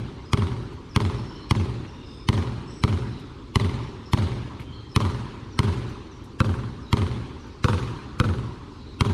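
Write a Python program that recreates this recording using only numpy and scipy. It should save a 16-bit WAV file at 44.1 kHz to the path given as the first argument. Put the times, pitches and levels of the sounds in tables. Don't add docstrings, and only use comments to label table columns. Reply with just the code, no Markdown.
import sys
import numpy as np
from scipy import signal
from scipy.fft import rfft, irfft
from scipy.io import wavfile
from scipy.ndimage import uniform_filter1d, minimum_filter1d

SR = 44100
rng = np.random.default_rng(int(sys.argv[2]) if len(sys.argv) > 2 else 0)


def unload_audio(sound):
    columns = np.transpose(np.atleast_2d(sound))
    steps = np.round(np.clip(columns, -1, 1) * 32767)
    wavfile.write(sys.argv[1], SR, steps.astype(np.int16))


def magnitude_from_level(level_db):
    exponent = np.asarray(level_db, float) / 20
    return 10 ** exponent


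N = 402633

# (time [s], click level [dB], ring level [dB], tail level [dB], roof echo level [dB])
BOUNCE_EVENTS = [(0.3323, -7, -22, -28, -1.5), (0.9613, -6, -22.5, -26, 0.5), (1.5095, -7, -24, -27, -7),
                 (2.2876, -7.5, -23.5, -25.5, -0.5), (2.837, -8, -22, -28, -3), (3.557, -6, -23.5, -25, -2),
                 (4.133, -8.5, -24.5, -24.5, -2.5), (4.9615, -5, -21.5, -25, -1.5),
                 (5.5903, -6, -22.5, -25.5, -4.5), (6.403, -10, -18, -31, -3),
                 (6.9287, -7.5, -23, -25.5, 0.5), (7.6424, -9.5, -19, -24.5, 4.5),
                 (8.1995, -8.5, -19, -29.5, -2.5), (9.008, -6.5, -22, -26.5, -4)]
# (frequency [Hz], level [dB per Hz])
CLICK_SPECTRUM = [(400, -44), (800, 4.5), (1100, 1), (2100, -2), (3100, -3), (4300, -7), (5200, -12.5),
                  (6300, -17.5), (7500, -26), (9300, -19.5), (11000, -31.5), (12500, -38), (15000, -45),
                  (16500, -70)]
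ROUND_TRIP_S = .0479


def evened(x):
    return x / np.sqrt(np.mean(x ** 2) + 1e-20)


def read(points, hz):
    f, value = np.transpose(points)
    return np.interp(np.log(hz + 1), np.log(f + 1), value)


def add(mix, s, sound):
    at = round(s * SR)
    part = mix[max(at, 0):][:max(len(sound) + min(at, 0), 0)]
    part += sound[max(-at, 0):][:len(part)]


def noise(seconds, db_of, patchy_db):
    hz = np.fft.rfftfreq(1024, 1 / SR)[:, None]
    t = np.arange(int(seconds * SR) // 256 + 2) * 256 / SR
    a, b, patches = rng.standard_normal((len(t), 513, 3)).T
    patches = uniform_filter1d(uniform_filter1d(patches, size=8, axis=0), size=5, axis=1)
    patches_db = patchy_db * evened(patches) * np.minimum(hz / 700, 1)
    bins = (a + 1j * b) * magnitude_from_level(db_of(hz, t) + patches_db)
    return signal.istft(bins, nperseg=1024, noverlap=768)[1]


def narrow(hz, width_hz):
    a, b = rng.standard_normal((len(hz), 2)).T
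    r = np.exp(-np.pi * width_hz / SR)
    slow = signal.lfilter([1], np.convolve([1, -r], [1, -r]), a + 1j * b)
    carrier = np.exp(2j * np.pi * np.cumsum(hz) / SR)
    return evened((slow * carrier).real)


def thump():
    # (first delay [s], spacing [s], gain [ratio], factor to the next [ratio])
    bass_echoes = [(.0251, 0.0048, .21, .45), (.045, .0077, -.28, .3), (.0578, .0096, .33, .78),
                   (.0929, .0115, -.44, .78), (.1639, .0166, .16, 0.62), (.1805, .0077, .14, .6),
                   (.222, 0.01272, -0.1, -1.07), (.265, 0.01155, -0.085, -0.67)]
    contact_s, skin_hz, skin_width_hz = .0106, 203, 160
    t = np.arange(1500) / SR
    squash = np.sin(np.pi * np.clip((t - .001) / contact_s, 0, 1)) ** 1.803
    r = np.exp(-np.pi * skin_width_hz / SR)
    skin = [1, -2 * r * np.cos(2 * np.pi * skin_hz / SR), r * r]
    push = signal.lfilter([-1, 2, -1], skin, squash)
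    echoes = np.zeros(SR // 3)
    echoes[0] = 1
    k = np.arange(4)
    for s, step_s, gain, factor in bass_echoes:
        echoes[np.round((s + step_s * k) * SR).astype(int)] += gain * factor ** k
    return np.convolve(push / abs(push).max(), echoes)


def slap(tilt_db):
    # (delay [ms], level [dB])
    rattle = [
        (-.96, -9),
        (0, 0),
        (.96, -7),
        (1.95, -12),
        (2.9, -19),
    ]
    hz = np.fft.rfftfreq(1024, 1 / SR)
    train = np.zeros(len(hz), complex)
    for ms, db in rattle:
        level = magnitude_from_level(db + 2.5 * rng.standard_normal())
        delay_s = (ms * rng.uniform(0.93, 1.05) + 2) / 1000
        train += level * np.exp(-2j * np.pi * hz * delay_s)
    grit = .035 * rng.standard_normal(1024) * np.exp(-abs(np.arange(1024) - 100) / 70.)
    train += rfft(grit)
    train *= hz ** 8 / (hz ** 8 + 830. ** 8)
    colour = magnitude_from_level(read(CLICK_SPECTRUM, hz) + tilt_db * np.log2(hz / 2000 + 0.081))
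    click = irfft(-1j * colour * train)
    return click / abs(click).max()


def ring(pitch=1):
    # (frequency [Hz], level [dB], t60 [s])
    ball_modes = [(405, -8, .09), (960, -3, .024), (1080, 0, .024), (1200, -4, .024), (2090, -10, .022),
                  (3100, -14, .02)]
    t, out = np.arange(4000) / SR, np.zeros(5000)
    for s, db, rise_s in ((0, 0, .0008), (.0095, -1.0, .002)):
        modes = np.zeros(len(t))
        for hz, mode_db, t60_s in ball_modes:
            mode_hz = hz * rng.uniform(.97, 1.03) * pitch
            level_db = mode_db + 1.3 * rng.standard_normal() - 60 * t / t60_s
            modes += magnitude_from_level(level_db) * np.sin(2 * np.pi * mode_hz * t)
        add(out, s, magnitude_from_level(db) * modes * np.minimum(t / rise_s, 1))
    return out


def bright_bounce(click_db, ring_db, over_usual_db):
    bright = magnitude_from_level(click_db - 1.5) * np.pad(slap(0.7 * (click_db + 10)), (0, 4000))
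    pitch = 1 + 0.05 * (over_usual_db + 0.5)
    add(bright, .002, magnitude_from_level(ring_db + 3.0) * ring(pitch))
    return bright


def smear():
    t = np.arange(2000) / SR
    hz, turn, size = rng.random((24, 3)).T[:, :, None]
    hz = 900 + 11000 * hz
    level = magnitude_from_level(0.55 * read(CLICK_SPECTRUM, hz) + 15 * size)
    tones = (level * np.sin(2 * np.pi * (hz * t + turn))).sum(0)
    return evened(tones) * np.interp(t, [0, .024, .04], [0, 1, 0]) ** 1.92


def add_roof_echoes(out, s, bright, roof_db):
    first_s, first_db, loss_db_per_trip = .0412, -6.5, 3.6
    for trip in range(5):
        delay_s = first_s + trip * ROUND_TRIP_S
        db = first_db + roof_db - trip * loss_db_per_trip
        blur = rng.standard_normal(200) * np.exp(-np.arange(200) / 35.)
        blur[0] = 12.0
        blurred = np.convolve(bright, blur / np.linalg.norm(blur))
        echo = signal.lfilter([.27], [1, -.73], blurred)
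        add(out, s + delay_s - .002, magnitude_from_level(db) * echo)


def ribs():
    rib_hz, nearest_s = 2450, 0.041
    flight_s = nearest_s + np.arange(150, 1500) / SR
    hz = rib_hz * flight_s / np.sqrt(flight_s ** 2 - nearest_s ** 2)
    return narrow(hz * rng.uniform(0.89, 1.04), 310) * signal.windows.tukey(len(hz), .7)


def hall(colour_db, start_s, rise_s, early):
    # (frequency [Hz], t60 [s])
    decay_t60 = [(60, 2.5), (150, 1.04), (400, 1.72), (1000, 1.96), (3000, 1.9), (6000, 1.3), (10000, 1.07),
                 (15000, 0.63)]
    tail = noise(1.6, lambda hz, t: colour_db(hz) - 60 * (t - .2) / read(decay_t60, hz), patchy_db=2.5)
    t = np.arange(len(tail)) / SR
    throb = 1 + 0.5 * np.exp(-t / 0.14) * np.cos(2 * np.pi * (t - .05) / ROUND_TRIP_S)
    rise = np.clip((t - start_s) / rise_s, early, 1)
    return tail * throb * rise * np.clip((1.6 - t) / .4, 0, 1)


def treble_hall(ring_db, over_usual_db):
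    # (frequency [Hz], level [dB per Hz])
    air_spectrum = [(500, -3), (700, -13), (950, -0.5), (1300, -7), (1650, -10.5), (2900, -12),
                    (4200, -13.5), (5000, -20), (6500, -24), (7600, -29.5), (9300, -27), (11000, -38.5),
                    (14500, -51), (15500, -77)]
    bright_db_per_octave = 0.41 * over_usual_db

    def colour_db(hz):
        lift_db = 1.71 * (ring_db + 24.0) * np.exp(-np.log(hz / 1150 + 1e-9) ** 2 / 0.23)
        tilt_db = bright_db_per_octave * np.log2(hz / 3000 + .01)
        return read(air_spectrum, hz) - 40 * (hz < 480) + lift_db + tilt_db
    return hall(colour_db, 0.032, 0.0072, 0.64)


def dribble():
    earlier = (-0.24, -9, -24, -27, -3)
    # (frequency [Hz], level [dB per Hz])
    hall_spectrum = [(18, -44), (30, -5), (75, -9.5), (114, 3.5), (189, -15.5), (239, 1), (286, -19),
                     (397, -5), (462, -30), (567, -19), (651, -35), (800, -22.5), (1040, -72), (1760, -120)]
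    thump_db, usual_ring_db = -9.5, -22.5

    def boom_db(hz):
        return read(hall_spectrum, hz) - 10 * np.log10(1 + (hz / 200) ** 6)

    def body_db(hz):
        return read(hall_spectrum, hz) - 10 * np.log10(1 + (200 / (hz + 1)) ** 6)

    out, bass = np.zeros(N), thump()
    boom = hall(boom_db, 0.038, 0.25, 0.44)
    body, other = (hall(body_db, 0.0229, 0.0034, 0.9) for _ in range(2))
    for s, click_db, ring_db, tail_db, roof_db in [earlier] + list(BOUNCE_EVENTS):
        over_usual_db = ring_db - usual_ring_db
        s += .0011
        bright = bright_bounce(click_db, ring_db, over_usual_db)
        add(out, s - .002, bright)
        add_roof_echoes(out, s, bright, roof_db)
        add(out, s + 0.046, magnitude_from_level(click_db - 39) * ribs())
        add(out, s, magnitude_from_level(thump_db) * bass)
        spot = rng.uniform(-1.2, 1.2)
        low_tail = np.cos(spot) * body + np.sin(spot) * other
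        add(out, s, magnitude_from_level(thump_db - 24.0) * boom + magnitude_from_level(thump_db - 25.5) * low_tail)
        add(out, s, magnitude_from_level(tail_db - 28.0) * treble_hall(ring_db, over_usual_db))
        add(out, s - .024, magnitude_from_level(click_db - 26.5) * smear())
    return out


def hands():
    # (time [s], hiss level [dB], pat level [dB])
    catches = [(0.625, -51, -57.5), (0.725, -49, -48), (1.848, -63, -35), (1.9394, -62, -55),
               (2.138, -54, -58), (3.1906, -44, -55), (4.596, -40, -32.5), (4.6151, -47, -35.5),
               (5.89, -43, -59), (6.237, -43, -69.5), (7.4659, -52, -64), (8.7294, -60, -67)]
    out, t = np.zeros(N), np.arange(3000) / SR
    high = signal.butter(2, [5500, 11500], "band", fs=SR)
    for s, hiss_db, pat_db in catches:
        brush = signal.lfilter(*high, rng.standard_normal(3000)) * np.exp(-t / .015)
        add(out, s, magnitude_from_level(hiss_db - 8.5) * brush * np.minimum(t / .007, 1))
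        pat = narrow(np.full(3000, 2300.), 1300) * np.exp(-t / 0.0089)
        add(out, s, magnitude_from_level(pat_db) * 0.41 * pat)
        add(out, s, magnitude_from_level(pat_db - 9.0) * ring())
    return out


def feet():
    # (time [s], level [dB])
    steps = [
        (4.599, -27.5),
        (4.701, -28.5),
        (5.421, -30),
        (8.47, -53),
    ]
    out = np.zeros(N)
    for s, db in steps:
        add(out, s, magnitude_from_level(db) * thump())
    return out


def squeaks():
    # (time [s], length [s], frequency [Hz], level [dB])
    short_squeaks = [(0.248, 0.057, 5020, -53), (1.079, 0.38, 5340, -56), (1.283, 0.17, 3040, -53.5),
                     (1.333, 0.14, 4170, -52), (1.842, 0.25, 2810, -56.5), (1.899, 0.37, 3610, -55),
                     (2.027, 0.26, 5120, -55), (2.042, 0.17, 8500, -69), (2.682, 0.11, 5680, -56),
                     (3.058, .07, 5260, -57), (3.104, 0.099, 3960, -51), (3.179, 0.14, 3460, -58),
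                     (4.053, 0.046, 5380, -50), (4.651, 0.128, 3190, -51), (4.721, 0.093, 4200, -51),
                     (4.885, 0.057, 5280, -55), (5.888, 0.016, 6000, -51), (6.849, 0.065, 3920, -50.5),
                     (7.913, 0.22, 4200, -63), (8.763, 0.204, 3910, -58.5), (8.765, 0.18, 4190, -60)]
    # (multiple of the pitch, level [dB])
    overtones = [(2, -51), (3, -66), (4, -76)]
    squeal_s, squeal_length_s, squeal_hz = 2.65, 0.184, 2660
    events = [(*row, .065) for row in short_squeaks]
    events += [(squeal_s, squeal_length_s, k * squeal_hz, db, .015) for k, db in overtones]
    out = np.zeros(N)
    for s, length_s, hz, db, spread in events:
        n = int(length_s * SR)
        flicker = evened(uniform_filter1d(rng.standard_normal(n), size=600))
        band = narrow(np.full(n, hz), spread * hz)
        add(out, s, magnitude_from_level(db - 5.0 + 3.0 * flicker) * band * signal.windows.tukey(n, .4))
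    return out


def sparrows():
    # (time [s], frequency [Hz], level [dB])
    chirp = [(0, 6370, -16), (.03, 5730, -2.5), (.05, 5370, -6), (.065, 5950, -11), (.095, 5320, -15)]
    # (time [s], pitch factor [ratio], level [dB])
    calls = [(.885, 0.93, -52.5), (1.86, 0.97, -55), (3.8, 0.97, -55.5), (5.5, 1, -56), (6.1, 1, -57),
             (6.8, 0.91, -57), (7.38, 1.02, -58), (7.489, .9, -62), (8.71, 0.89, -59)]
    out = np.zeros(N)
    when_s, hz, shape_db = np.transpose(chirp)
    t = np.arange(0, when_s[-1], 1 / SR)
    for s, pitch, db in calls:
        call = narrow(pitch * np.interp(t, when_s, hz), 200) * magnitude_from_level(db + np.interp(t, when_s, shape_db))
        add(out, s, call * signal.windows.tukey(len(t), .2))
    return out


def distant(x):
    t = np.arange(SR // 2) / SR
    far = rng.standard_normal(len(t)) * magnitude_from_level(-60 * t)
    return x + signal.oaconvolve(x, far / np.linalg.norm(far))[:N]


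def outdoor_hum():
    # (frequency [Hz], level [dB per Hz])
    hum_spectrum = [(12, -30), (20, -6), (101, 4.5), (181, -16.5), (233, -1), (407, -9.5), (673, -31),
                    (1050, -18), (1690, -30.5), (4240, -30.5), (9270, -49.5), (13300, -64), (15800, -102)]
    swell = evened(uniform_filter1d(rng.standard_normal(N // 256 + 2), size=40))

    def level_db(hz, t):
        return read(hum_spectrum, hz) + 1.24 * swell[:len(t)] * (hz < 500)
    return magnitude_from_level(-40.5) * evened(noise(N / SR, level_db, patchy_db=2.6)[:N])


def scene():
    mono = dribble() + hands() + feet() + distant(squeaks() + sparrows()) + outdoor_hum()
    return np.tile(mono, (2, 1))


def top_fill(x):
    hz, _, z = signal.stft(x, SR, nperseg=512)
    power = uniform_filter1d(abs(z) ** 2, size=9, axis=0)
    level = np.sqrt(uniform_filter1d(minimum_filter1d(power, size=5, axis=1), size=5, axis=1))
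    a, b = rng.standard_normal(level.T.shape + (2,)).T
    return signal.istft(level * (a + 1j * b) * (hz > 11600)[:, None], SR, nperseg=512)[1][:N]


def attack_split(x):
    gate = np.zeros(N)
    for s, *_ in BOUNCE_EVENTS:
        flutter = evened(uniform_filter1d(rng.standard_normal(400), size=20))
        add(gate, s - .003, np.hanning(400) * flutter)
    return gate * signal.lfilter(*signal.butter(4, 2500, "high", fs=SR), x)


def low_pass(x):
    return signal.sosfilt(signal.butter(12, 15900, fs=SR, output="sos"), x)


def record(dry):
    cut = signal.lfilter(*signal.butter(2, 40, "high", fs=SR), dry[0])
    split = magnitude_from_level(-23.5) * attack_split(cut) + magnitude_from_level(-0.5) * top_fill(cut)
    return low_pass(np.array([cut + split, cut - split]))


dry = scene()
out = record(dry)
unload_audio(out)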